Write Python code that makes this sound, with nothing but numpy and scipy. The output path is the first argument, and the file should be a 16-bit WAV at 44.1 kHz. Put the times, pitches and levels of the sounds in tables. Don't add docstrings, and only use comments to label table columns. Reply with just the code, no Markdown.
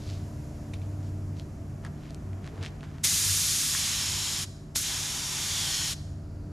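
import sys
import numpy as np
from scipy import signal
from scipy.fft import rfft, irfft, next_fast_len
from scipy.io import wavfile

SR = 44100
rng = np.random.default_rng(int(sys.argv[2]) if len(sys.argv) > 2 else 0)


def wrap_up_sound(samples):
    columns = np.atleast_2d(samples).T
    tamed = np.clip(columns, -1, 1)
    steps = np.round(tamed * 32767).astype(np.int16)
    wavfile.write(sys.argv[1], SR, steps)


N = 287523
T = np.arange(N) / SR
CUTOFF_HZ = 15400

# air_open_s, air_shut_s, paint_half_open_s, paint_ramp_s, primed_paint_share
PULLS = [(3.039, 4.444, 3.777, 0.097, .08), (4.7552, 5.936, 4.83, 0.014, 0.03)]
# time_s, rumble_db, wash_db, leak_db
YARD_LEVEL = [(0, -45, -50.5, -58), (1.7, -42, -52.5, -63.5), (2.7, -42, -49, -64),
              (3.2, -44.5, -59, -65.5), (5.3, -47, -54.5, -69), (6.52, -43, -56, -67.5)]


def from_db(db):
    return 10 ** (np.asarray(db) / 20)


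def rms_one(x):
    return x / np.sqrt(np.mean(x ** 2) + 1e-20)


def bell(x, centre, width):
    return np.exp(-((x - centre) / width) ** 2 / 2)


def in_time(rows):
    time_s, *columns = np.transpose(rows)
    return [np.interp(T, time_s, column) for column in columns]


def over_bins(points, size):
    hz, value = np.transpose(points)
    return np.interp(np.log(np.arange(size // 2 + 1) * SR / size + 1e-3), np.log(hz), value)


def coloured(x, spectrum):
    size = next_fast_len(2 * (x.shape[-1] // 2 + 1), True)
    return irfft(rfft(x, size) * from_db(over_bins(spectrum, size)), size)[..., :x.shape[-1]]


def air_noise(spectrum, likeness):
    size = next_fast_len(N, True)
    mid, side = rfft(rng.standard_normal((2, size)))
    alike = np.clip(over_bins(likeness, size), -1, 1)
    pair = np.sqrt(1 + alike) * mid + np.sqrt(1 - alike) * side * [[1], [-1]]
    return rms_one(irfft(pair * from_db(over_bins(spectrum, size)), size)[:, :N])


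def drift(rate_hz, hop=40):
    pole = np.exp(-2 * np.pi * hop * rate_hz / SR)
    slow = signal.lfilter([1], [1, -2 * pole, pole * pole], rng.standard_normal(N // hop + 2002))[2000:]
    return np.interp(np.arange(N) / hop, np.arange(len(slow)), rms_one(slow))


def low_pass(x, hz, order):
    return signal.sosfilt(signal.butter(order, hz, fs=SR, output="sos"), x)


def broad_band(x, hz, spread):
    edges_hz = [hz / spread, min(hz * spread, CUTOFF_HZ)]
    return signal.sosfilt(signal.butter(1, edges_hz, "band", fs=SR, output="sos"), x)


def resonance(x, hz, width_hz):
    r = np.exp(-np.pi * width_hz / SR)
    feedback = [1, -2 * r * np.cos(2 * np.pi * hz / SR), r * r]
    return signal.lfilter(np.array([1, 0, -1]) * (1 - r * r) / 2, feedback, x)


def compressor(buzz_db=-3, throb_trim_db=-2.5, fading_db=-50, fading_hz=2.7):
    speed = [(0, 74.95, 95.78), (4, 73.94, 94.5), (6.52, 74.1, 94.02)]
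    throb = [(0.0, -46), (0.11, -34.5), (0.51, -40.5), (1.03, -30.5), (1.92, -37), (2.07, -58),
             (2.34, -31.5), (2.52, -51), (2.61, -33.5), (2.83, -59), (2.89, -36), (3.1, -61), (3.3, -32),
             (3.47, -63), (3.79, -44), (5.7, -48.5), (5.94, -38), (6.52, -39)]
    hum = [(0, -49), (1.05, -47.5), (2.9, -59.5), (5.3, -57), (6.52, -49.5)]
    motor_orders = [(.5, -3), (1, 0.5), (1.75, 2.5), (3, -4), (4, -1.2), (6, -15.5), (7, -17.5), (8, -11.5),
                    (9, -17.5), (10, -23.5), (11, -34), (12, -26.5), (13, -22.5)]
    pump_orders = [(.5, -58.5), (2, -62), (2.75, -65), (4, -62.5), (7, -68)]
    motor_turns, pump_turns = np.cumsum(in_time(speed), axis=1) / SR
    (throb_db,), (hum_db,) = in_time(throb), in_time(hum)
    rumble_db = in_time(YARD_LEVEL)[0]

    def partial(turns, level_db, wobble_rad, waver_db=1.5):
        phase = 2 * np.pi * (turns + rng.random()) + wobble_rad * drift(4.8)
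        return np.sqrt(2) * from_db(level_db + waver_db * drift(1.5)) * np.sin(phase)

    motor = sum(partial(k * motor_turns, hum_db + db, wobble_rad=0.2) for k, db in motor_orders)
    motor += partial(2 * motor_turns, rumble_db + buzz_db, wobble_rad=0.52)
    pump = sum(partial(k * pump_turns, db, wobble_rad=0.11) for k, db in pump_orders)
    pump += partial(pump_turns, throb_db + throb_trim_db, wobble_rad=0.26, waver_db=2.5)
    angle = 2 * np.pi * pump_turns
    fading = drift(fading_hz) * np.cos(angle) + drift(fading_hz) * np.sin(angle)
    return motor + pump + from_db(fading_db) * fading


def background():
    # freq_hz, gain_db
    rumble = [(15, -37), (30, -9.5), (60, 2), (125, -2), (190, -3), (270, -9.5), (340, -15.5), (450, -30),
              (800, -66)]
    wash = [(200, -1.5), (380, 5), (500, -4.5), (660, 1.5), (850, -6.5), (1250, -8.5), (1800, -13.5),
            (2700, -20), (4000, -31), (9000, -51)]
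    leak = [(1500, -2.5), (3600, -6.5), (5200, -0.1), (7200, 0.5), (8300, -6.5), (11000, -6), (12500, -9.5),
            (14000, -17), (15500, -34)]
    likeness = [(100, 0.99), (200, 0.95), (450, 0.55), (1000, 0.33), (3000, 0.41), (10000, 0.48)]
    layers = zip(in_time(YARD_LEVEL), (rumble, wash, leak))
    return sum(from_db(db) * air_noise(spectrum, likeness) for db, spectrum in layers)


def scuffs(grains_per_s=1200, grain_db=4.0, rub=0.37, spread=1.54, top_hz=7000):
    strokes = [(0.096, 0.067, -52, 4100), (.55, 0.61, -78, 2500), (0.757, 0.012, -60, 3000),
               (0.834, 0.022, -66, 2300), (1.066, 0.024, -62, 4500), (1.395, 0.023, -59, 4000),
               (1.86, 0.015, -49.5, 900), (2.065, 0.056, -59, 2260), (2.465, 0.027, -54, 1670),
               (2.588, 0.04, -54, 800), (2.635, 0.011, -44.5, 1840), (2.668, 0.015, -48.5, 2600),
               (2.846, 0.0091, -53, 1270), (2.94, 0.12, -59, 1240), (3.745, 0.0072, -38, 1640)]
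    sizes = from_db(grain_db * np.minimum(rng.exponential(1, N), 4)) * rng.standard_normal(N)
    grains = sizes * (rng.random(N) < grains_per_s / SR)
    grit = low_pass(grains + rub * rng.standard_normal(N), top_hz, order=3)
    return sum(from_db(db) * bell(T, middle_s, half_s) * rms_one(broad_band(grit, hz, spread))
               for middle_s, half_s, db, hz in strokes)


def struck(blows, modes, crack_db, crack_s=0.0029, crack_hz=7000):
    out, age = np.zeros(N + SR), T[:SR // 4]
    ring = sum((-1) ** k * from_db(db - 60 * age / t60_s) * np.sin(2 * np.pi * hz * age)
               for k, (hz, db, t60_s) in enumerate(modes))
    for start_s, level_db in blows:
        crack = from_db(crack_db) * np.exp(-age / crack_s) * rng.standard_normal(len(age))
        blow = ring + low_pass(crack, crack_hz, order=2)
        at = round(start_s * SR)
        out[at:at + len(age)] += from_db(level_db) * blow / np.abs(blow).max()
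    return out[:N]


def gun_clicks():
    clicks = [(.7355, -35), (.7392, -33.5), (.8165, -46)]  # start_s, level_db
    modes = [(2305, 0, 0.039), (2600, 0, 0.023), (3630, -1, 0.036), (4000, -5, .03)]
    return struck(clicks, modes, crack_db=5)


def ticks(rattle_s=0.0011, rattle_db=-24, spread=2.17, ring_db=1, ring_width_hz=420):
    snaps = [(1.3975, -31, 3400), (2.1065, -36, 4200), (2.1462, -31.5, 4400), (2.332, -41, 1900),
             (2.4655, -37, 4200), (2.6115, -39, 3000), (2.6285, -28, 3300), (2.6365, -30, 3800),
             (2.6555, -33, 4000), (2.6618, -24, 2300), (2.808, -39, 2500), (2.831, -34.5, 1600)]
    out, age = np.zeros(N), T[:SR // 12]
    for start_s, level_db, hz in snaps:
        rattle = from_db(rattle_db) * np.exp(-age / rattle_s) * rng.standard_normal(len(age))
        snap = (age == 0) + rattle
        tick = broad_band(broad_band(snap, hz, spread), hz, spread)
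        tick += from_db(ring_db) * resonance(tick, hz, ring_width_hz)
        at = round(start_s * SR)
        out[at:at + len(age)] += from_db(level_db) * tick / np.abs(tick).max()
    return out


def knocks():
    blows = [(1.8487, -31), (1.8644, -38), (3.6305, -29.5), (3.7485, -23.5)]  # start_s, level_db
    modes = [(760, -15, 0.021), (1060, -4, 0.022), (1370, -6, 0.03), (1670, 0, 0.02), (1900, -1, 0.02)]
    return struck(blows, modes, crack_db=-1.0)


def hollow_rub(at_s=2.6, half_s=0.073, hz=440, width_hz=60, level_db=-50):
    note = resonance(resonance(rng.standard_normal(N), hz, width_hz), hz, width_hz)
    return from_db(level_db) * np.exp(-((T - at_s) / half_s) ** 2) * rms_one(note)


def valve(open_s=0.0019, shut_s=0.0052, kick_s=0.027, kick_db=6):
    flow = np.zeros(N)
    for start_s, stop_s, *_ in PULLS:
        opening = (1 + np.tanh((T - start_s) / (2 * open_s))) / 2
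        closing = (1 - np.tanh((T - stop_s) / (2 * shut_s))) / 2
        kick = np.exp(-(np.maximum(T - start_s, 0) / kick_s) ** 2)
        flow += opening * closing * from_db(kick_db * kick)
    return flow


def paint_flow(clear_s=0.035, full_share=0.96):
    share = np.zeros(N)
    for start_s, _, paint_s, ramp_s, primed in PULLS:
        needle = (1 + np.tanh((T - paint_s) / ramp_s)) / 2
        spit = primed * np.exp(-np.maximum(T - start_s, 0) / clear_s)
        share = np.where(T >= start_s, spit + full_share * needle, share)
    return np.clip(share, 0, 1)


def gap_tone(hz, width_hz, side_db=-17):
    size = next_fast_len(N)
    offset_hz = np.fft.fftfreq(size, 1 / SR)
    turbulence = rfft(rng.standard_normal((2, 2 * size)))[:, :size]
    flutter = np.fft.ifft(turbulence / (1 + (offset_hz / width_hz) ** 2))[:, :N]
    carrier = np.exp(2j * np.pi * np.cumsum(hz) / SR)
    mid, side = rms_one(np.real(flutter * carrier))
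    return mid + from_db(side_db) * side * [[1], [-1]]


def board_echo(x):
    path = [(3.9, 0.58, -0.0046), (4.3, 0.47, -0.052), (4.8, 0.7, -0.044), (5.5, 0.78, -0.0071),
            (5.75, 0.806, -0.16), (5.93, .85, 0.0059)]
    lag_ms, strength = in_time(path)
    late = np.array([np.interp(T - lag_ms / 1000, T, channel) for channel in x])
    return (x + strength * late) / np.sqrt(1 + strength ** 2)


def hollowed(x, width_hz=200):
    notch = [(3.7, 6000, -0.5), (4.0, 5980, 2), (4.44, 5860, 1), (4.9, 4650, 1), (5.2, 4080, 4),
             (5.55, 4090, 0.5), (5.9, 3830, 0)]
    time_s, centre_hz, depth_db = np.transpose(notch)
    bin_hz, frame_s, frames = signal.stft(x, SR, nperseg=512)
    band = bell(bin_hz[:, None], np.interp(frame_s, time_s, centre_hz), width_hz)
    dip_db = np.interp(frame_s, time_s, depth_db) * band
    return signal.istft(frames * from_db(-dip_db), SR)[1][:, :N]


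def spray(roar_db=-13, roar_range_db=25.5, ring_db=-13.5, ring_range_db=12):
    jet_level = [
        [(3.1, -25.5), (3.356, -25.5), (4.42, -31.5)],
        [(4.82, -30.5), (5.214, -32.5), (5.742, -29), (5.92, -31)],
    ]
    aim = [(3.04, 0.14, 3697, 4650, 5230, 6700), (3.6, 0.69, 3555, 4500, 5310, 6550),
           (3.9, 0.64, 3142, 3850, 5460, 6650), (4.3, 0.83, 3200, 4100, 5270, 7040),
           (4.76, 0.25, 3397, 4000, 5310, 6560), (4.9, 0.82, 3422, 4050, 5350, 6560),
           (5.25, 0.92, 3590, 4700, 5580, 6350), (5.53, 0.74, 3520, 4690, 5200, 6780),
           (5.72, 0.78, 3340, 4400, 5344, 6720), (5.93, 0.53, 3030, 4320, 5290, 6750)]
    gap_tones = [(0.5, 200), (-2, 270), (3, 240), (0.5, 500)]
    # middle_s, half_length_s, gain_db for each resonance
    sweeps = [(4.2, 0.18, 1, 3, 4.5, 7), (5.55, 0.073, 7.1, 4, -5, -7), (5.77, 0.072, 6.7, 7, 6.5, 4)]
    # freq_hz, gain_db
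    dry_jet = [(300, -22), (700, -23), (1200, -14.5), (2400, -9.5), (3300, -6), (5300, -1.5), (6900, 1.5),
               (8000, -3.5), (8600, -3.5), (10800, -3.7), (12200, -8), (14000, -16), (15500, -31)]
    wet_jet = [(500, -22.5), (1200, -10), (1800, -6), (2600, -4), (3700, 0.5), (4350, -1), (6000, 1),
               (7000, 2), (8150, -4.5), (9300, -6), (10500, -4), (11400, -9), (12200, -10.5),
               (14000, -17.5), (15500, -58)]
    impact_roar = [(250, -31), (520, -12.5), (900, 1.5), (1200, -3), (2000, -11), (5000, -38)]
    likeness = [(300, 0.21), (1200, 0.95), (3000, 0.88), (12000, 0.53)]
    level_db, = in_time(np.vstack(jet_level))
    nearness, *gap_hz = in_time(aim)
    paint = paint_flow()
    swell_db = sum(np.outer(gains_db, bell(T, at_s, half_s)) for at_s, half_s, *gains_db in sweeps)
    tone_db, widths_hz = np.transpose(gap_tones)
    rings = from_db(ring_db - ring_range_db * (1 - nearness) + swell_db + tone_db[:, None])
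    jet = np.sqrt(1 - paint) * air_noise(dry_jet, likeness)
    jet += np.sqrt(paint) * air_noise(wet_jet, likeness)
    jet += paint * from_db(roar_db - roar_range_db * (1 - nearness)) * air_noise(impact_roar, likeness)
    jet += sum(ring * gap_tone(hz, width_hz) for ring, hz, width_hz in zip(rings, gap_hz, widths_hz))
    jet /= np.sqrt(1 + np.sum(rings ** 2, axis=0))
    return scattered(hollowed(board_echo(jet))) * valve() * from_db(level_db)


def trigger_stop():
    hit = [(4.7598, -17.5)]  # start_s, level_db
    modes = [(6560, 2, 0.19), (10300, -9, .25), (11800, -2, .25)]
    return struck(hit, modes, crack_db=19, crack_s=0.00028)


def leak_on_board(swell_s=0.3):
    tones = [(1375, 210, -71), (4660, 520, -74)]
    swell = np.clip((T - PULLS[-1][1]) / swell_s, 0, 1)
    return swell * sum(from_db(db) * gap_tone(np.full(N, hz), width_hz) for hz, width_hz, db in tones)


def scattered(x, scatter_db=-14, first_s=0.00443, t60_s=0.05):
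    age = T[:SR // 16]
    echoes = rng.standard_normal(len(age)) * from_db(-60 * age / t60_s) * (age > first_s)
    echoes *= from_db(scatter_db) / np.sqrt(np.sum(echoes ** 2))
    returned = signal.fftconvolve(x, echoes[None], axes=1)[:, :N]
    return (x + returned) / np.sqrt(1 + from_db(scatter_db) ** 2)


def yard(x, wet_db=-16.0, first_s=0.0062, t60_s=0.73):
    tail_colour = [(300, -4), (1500, 5), (3000, -4), (4500, 2.5), (7000, -0.5), (10000, -2), (15000, -7)]  # freq_hz, gain_db
    age = T[:SR]
    tail = rng.standard_normal((2, SR)) * from_db(-60 * age / t60_s) * np.clip(age / first_s - 1, 0, 1)
    tail = coloured(tail / np.sqrt(np.sum(tail ** 2) / 2), tail_colour)
    return from_db(wet_db) * signal.fftconvolve(x, tail, axes=1)[:, :N]


def scene():
    contacts = low_pass(gun_clicks() + ticks() + knocks(), hz=11600, order=4)
    close = scuffs() + scattered(contacts[None]) + hollow_rub() + spray() + trigger_stop()
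    return compressor() + background() + close + yard(close) + leak_on_board()


def record(dry):
    pair_width = [(2400, -2), (3700, 1.5), (4500, -6), (5300, -26), (6300, -18), (7400, -1), (9200, -0.5),
                  (10600, -29), (12300, 2), (14500, 8)]
    mid = (dry[0] + dry[1]) / 2
    side = coloured((dry[0] - dry[1]) / 2, pair_width)
    top_cut = signal.ellip(12, 0.1, 90, CUTOFF_HZ, fs=SR, output="sos")
    return signal.sosfilt(top_cut, mid + side * [[1], [-1]])


dry = scene()
out = record(dry)
wrap_up_sound(out)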